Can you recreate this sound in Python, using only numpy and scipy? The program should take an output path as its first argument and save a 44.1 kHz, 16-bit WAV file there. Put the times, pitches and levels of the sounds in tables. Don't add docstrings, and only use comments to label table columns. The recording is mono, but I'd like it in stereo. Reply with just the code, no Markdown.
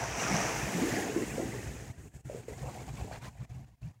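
import sys
import numpy as np
from scipy import signal
from scipy.fft import rfft, irfft
from scipy.io import wavfile

SR = 44100
rng = np.random.default_rng(int(sys.argv[2]) if len(sys.argv) > 2 else 0)


def materialize(psi):
    bounded = np.clip(np.atleast_2d(psi).T, -1, 1)
    quanta = np.round(bounded * 32767).astype(np.int16)
    wavfile.write(sys.argv[1], SR, quanta)


N = 176400
TIME = np.arange(N) / SR
FREQ_HZ = np.fft.rfftfreq(N, 1 / SR)


def amp(db):
    return 10 ** (np.asarray(db) / 20)


def unit(x):
    return x / np.sqrt(np.mean(x ** 2) + 1e-20)


def envelope(curve, margin_s=.05):
    time_s, level_db = np.transpose(curve)
    sounding = (TIME >= time_s[0] - margin_s) & (TIME <= time_s[-1] + margin_s)
    return amp(np.interp(TIME, time_s, level_db)) * sounding


def add(mix, start_s, sound, lag_s):
    for channel, arrival_s in zip(mix, (start_s + lag_s, start_s)):
        part = channel[max(round(arrival_s * SR), 0):][:len(sound)]
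        part += sound[:len(part)]


def colour(x, tone):
    points_hz, *sides = np.transpose(tone)
    gain_db = [np.interp(np.log(FREQ_HZ + 1), np.log(points_hz), side) for side in sides]
    return irfft(rfft(x) * amp(gain_db), N)


def low_cut(x, hz):
    return signal.sosfilt(signal.butter(2, hz, "high", fs=SR, output="sos"), x)


def wander(rate_hz):
    return unit(irfft(rfft(rng.standard_normal(N)) / (1 + (FREQ_HZ / rate_hz) ** 4), N))


def wide_noise(lag_s, alike_hz):
    common, separate = rfft(rng.standard_normal((2, N)))
    coherence = .99 / (1 + (FREQ_HZ / alike_hz) ** 2)
    left = common * np.exp(-2j * np.pi * FREQ_HZ * lag_s)
    right = coherence * common + np.sqrt(1 - coherence ** 2) * separate
    return irfft(np.array([left, right]), N)


def bubble(hz, cycles, rise=0.0441):
    periods = np.arange(int(5 * cycles * SR / hz) + 2) * hz / SR
    phase = 2 * np.pi * periods * (1 + rise * periods / cycles / 2)
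    onset = 1 - np.exp(-(2 * periods) ** 2)
    return np.sin(phase) * np.exp(-periods / cycles) * onset


def bubbles(low_hz, high_hz, cycles, spread_db, lag_s, width_s, tilt, count):
    out = np.zeros((2, N))
    for when, pitch, loud, ring, place in rng.random((count, 5)):
        hz = low_hz * (high_hz / low_hz) ** pitch
        gain = (hz / low_hz) ** tilt * amp(spread_db * min(-np.log(1 - loud), 3))
        sound = gain * bubble(hz, cycles * (.5 + ring))
        add(out, when * N / SR, sound, lag_s + width_s * (2 * place - 1))
    return unit(out)


def rush(curve, tone, lag_s, pops_db, rings_db, hiss_db, spread_db, flutter_db, alike_hz):
    pops = bubbles(397.3, 11870, 3.0, spread_db, lag_s, width_s=.0002, tilt=0.97, count=9000)
    rings = bubbles(653.5, 2800, 19.3, 3.1, lag_s, width_s=.0001, tilt=0.59, count=1100)
    hiss = wide_noise(lag_s, alike_hz)
    water = low_cut(amp(pops_db) * pops + amp(rings_db) * rings + amp(hiss_db) * hiss, hz=128)
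    return colour(water, tone) * envelope(curve) * amp(flutter_db * wander(18))


def breaking_wave():
    # time_s, level_db
    surge = [(0,-25.5),(.14,-26),(.21,-22),(.4,-20),(.55,-25),(.85,-41),(1.3,-53)]
    # frequency_hz, left_db, right_db
    tone = [(310,-2,-4),(640,-0.5,2),(1130,0,-7.5),(1820,1,-1),(2480,-5.5,-0.5),(3370,-16,-12),(4460,-15.5,-16.5),(5900,0.5,-9),(7500,-11,-13),(9850,-21,-22.5),(15000,-34.5,-25)]
    return rush(surge, tone, lag_s=.00024, pops_db=-9.5, rings_db=-12.5, hiss_db=-2,
                spread_db=4, flutter_db=0.5, alike_hz=1350)


def churn():
    # time_s, level_db
    surge = [(0,-59.5),(.33,-36),(.62,-51.5),(.75,-36),(1.05,-43.5),(1.2,-38),(1.45,-41.5),(2.05,-61),(2.65,-51),(3.1,-55.5),(3.4,-81)]
    cloud = bubbles(172.1, 478, cycles=2.47, spread_db=4.9, lag_s=.00025, width_s=.00021,
                    tilt=0.59, count=1300)
    return envelope(surge) * cloud * amp([[1], [-1]])


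def wind():
    # frequency_hz, gain_db
    tone = [(42,-27),(59,5),(85,-4.5),(122,4.5),(180,-10),(270,-15),(600,-47),(2000,-58)]
    # time_s, level_db
    breeze = [(0,-43.5),(1.1,-47),(1.7,-42),(2.05,-49),(2.95,-43.5),(4,-48)]
    # start_s, length_s, level_db
    puffs = [(2.242,0.066,-40.5),(2.617,0.088,-37),(2.878,0.084,-40),(3.227,0.052,-41),(3.387,0.063,-33.5),(3.503,0.14,-41),(3.826,0.079,-36.5)]
    swell = sum(amp(level_db) * np.sin(np.pi * np.clip((TIME - start_s) / length_s, 0, 1) ** 0.71)
                for start_s, length_s, level_db in puffs)
    buffet_hz = 121.5 * (1 + 0.167 * wander(46))
    buffet = np.sin(2 * np.pi * np.cumsum(buffet_hz) / SR)
    rumble = unit(colour(wide_noise(lag_s=0, alike_hz=1100), tone) * amp(2 * wander(22)))
    return rumble * (envelope(breeze) + 0.11 * swell) + buffet * swell


def swash():
    # time_s, level_db
    surge = [(.3,-48),(.55,-28),(.95,-24.5),(1.11,-30.5),(1.63,-35.5),(1.88,-40.5),(2.05,-51.5),(2.36,-46),(3.4,-60)]
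    # frequency_hz, left_db, right_db
    tone = [(305,3.5,3.5),(740,4,-0.5),(1320,-0.5,-4.5),(1900,0.5,-7),(2740,-14,-4.5),(4540,-13,-12.5),(6560,-2.5,-12.5),(8000,-10,-14.5),(15000,-33,-18.5)]
    return rush(surge, tone, lag_s=.00041, pops_db=-9.5, rings_db=-11, hiss_db=-1.5,
                spread_db=2, flutter_db=0.5, alike_hz=2780)


def plops(count=7, shed_delay_s=0.00794, shed_span_s=0.06, lag_s=.0003):
    # start_s, level_db, pitch_hz
    pockets = [(0.337,-21,152),(0.623,-26,137.5),(0.745,-22,169),(0.815,-21,239),(0.832,-18,299),(0.868,-22,326),(0.936,-25.5,288),(0.968,-25,340),(1.095,-22.5,400),(1.161,-16,315),(1.379,-20.5,471),(1.398,-20,339),(2.297,-26,550),(2.346,-29,420),(2.482,-27,447),(2.689,-33,1400),(2.774,-31,730),(3.011,-31.5,703),(3.081,-31.5,730),(3.112,-29,668),(3.221,-42,1620),(3.353,-38,670)]
    out = np.zeros((2, N))
    for start_s, level_db, pitch_hz in pockets:
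        add(out, start_s, amp(level_db) * bubble(pitch_hz, cycles=2.16), lag_s)
        for k, (jitter, pitch) in enumerate(rng.random((count, 2))):
            late = (k + jitter) / count
            shed_hz = pitch_hz * np.exp(0.23 * (2 * pitch - .8))
            ring = amp(level_db - 9 - 9.8 * late) * bubble(shed_hz, cycles=3.3)
            add(out, start_s + shed_delay_s + shed_span_s * late, ring, lag_s)
    return out * amp([[2], [0]])


def fizz():
    # time_s, level_db
    foam = [(.6,-72),(1.3,-48),(1.9,-62),(2.36,-57),(3.3,-62),(3.9,-96)]
    # frequency_hz, left_db, right_db
    tone = [(4500,-25,-31),(6600,9.5,3),(8400,8.5,4.5),(9600,-2,-7),(15050,-10,-7)]
    hiss = colour(wide_noise(lag_s=0.000407, alike_hz=4300), tone)
    return hiss * envelope(foam) * amp(1.3 * wander(33))


def spills():
    # start_s, length_s, level_db, low_hz, high_hz, left_lag_s
    spatters = [(0.925,0.061,-37,1590,2210,.0004),(2.624,0.088,-44,447,1190,-.0003),(3.113,.068,-45,720,5600,-.00044),(3.203,0.082,-49,750,5500,-.00044),(3.385,0.054,-60,800,6960,-0.0076)]
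    out = np.zeros((2, N))
    for start_s, length_s, level_db, low_hz, high_hz, lag_s in spatters:
        progress = np.clip((TIME - start_s) / length_s, 0, 1)
        swell = np.sqrt(abs(np.sin(np.pi * progress)))
        drops = bubbles(low_hz, high_hz, cycles=3.7, spread_db=0.96, lag_s=lag_s, width_s=.00029,
                        tilt=-0.3, count=4000)
        out += amp(level_db) * swell * drops
    return out


def dips(edge_s=0.011):
    # start_s, end_s, gain_db
    spans = [(1.919,1.98,-7),(2.088,2.137,-11),(2.175,2.253,-7.5),(2.216,2.243,-15),(2.414,2.48,-7),(3.192,3.217,-8),(3.291,3.4,-7.5),(3.456,3.494,-15),(3.652,3.772,-10),(3.757,3.814,-19),(3.921,4.05,-16.5)]
    dip_db = np.zeros(N)
    for start_s, end_s, gain_db in spans:
        entering = np.clip((TIME - start_s) / edge_s + .5, 0, 1)
        leaving = np.clip((end_s - TIME) / edge_s + .5, 0, 1)
        dip_db += gain_db * entering * leaving
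    return amp(dip_db)


def wavelet():
    # time_s, level_db
    surge = [(2.1,-63),(2.37,-44),(2.7,-42),(3.26,-40),(3.6,-52.5),(4,-53)]
    # frequency_hz, left_db, right_db
    tone = [(384,2,-1),(700,3.5,5.5),(1290,-4,-3.5),(1570,0,0.5),(2260,-1,-6.5),(3400,-5.5,-15),(4370,-10,-6.5),(7000,-3.5,-13.5),(9730,-16.5,-14.5),(15000,-22,-19)]
    return rush(surge, tone, lag_s=-.0003, pops_db=-10, rings_db=-10, hiss_db=-4,
                spread_db=4, flutter_db=2.5, alike_hz=930)


def scene():
    surf = breaking_wave() + swash() + wavelet() + spills() + fizz()
    gurgle = low_cut(churn() + plops(), hz=102)
    return surf + gurgle + wind()


def record(dry, hiss_db=-81, cutoff_hz=15850):
    noisy = dry * dips() + amp(hiss_db) * rng.standard_normal((2, N))
    low_pass = signal.firwin(511, cutoff_hz, window=("kaiser", 9), fs=SR)
    return signal.oaconvolve(noisy, low_pass[None], "same")


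dry = scene()
out = record(dry)
materialize(out)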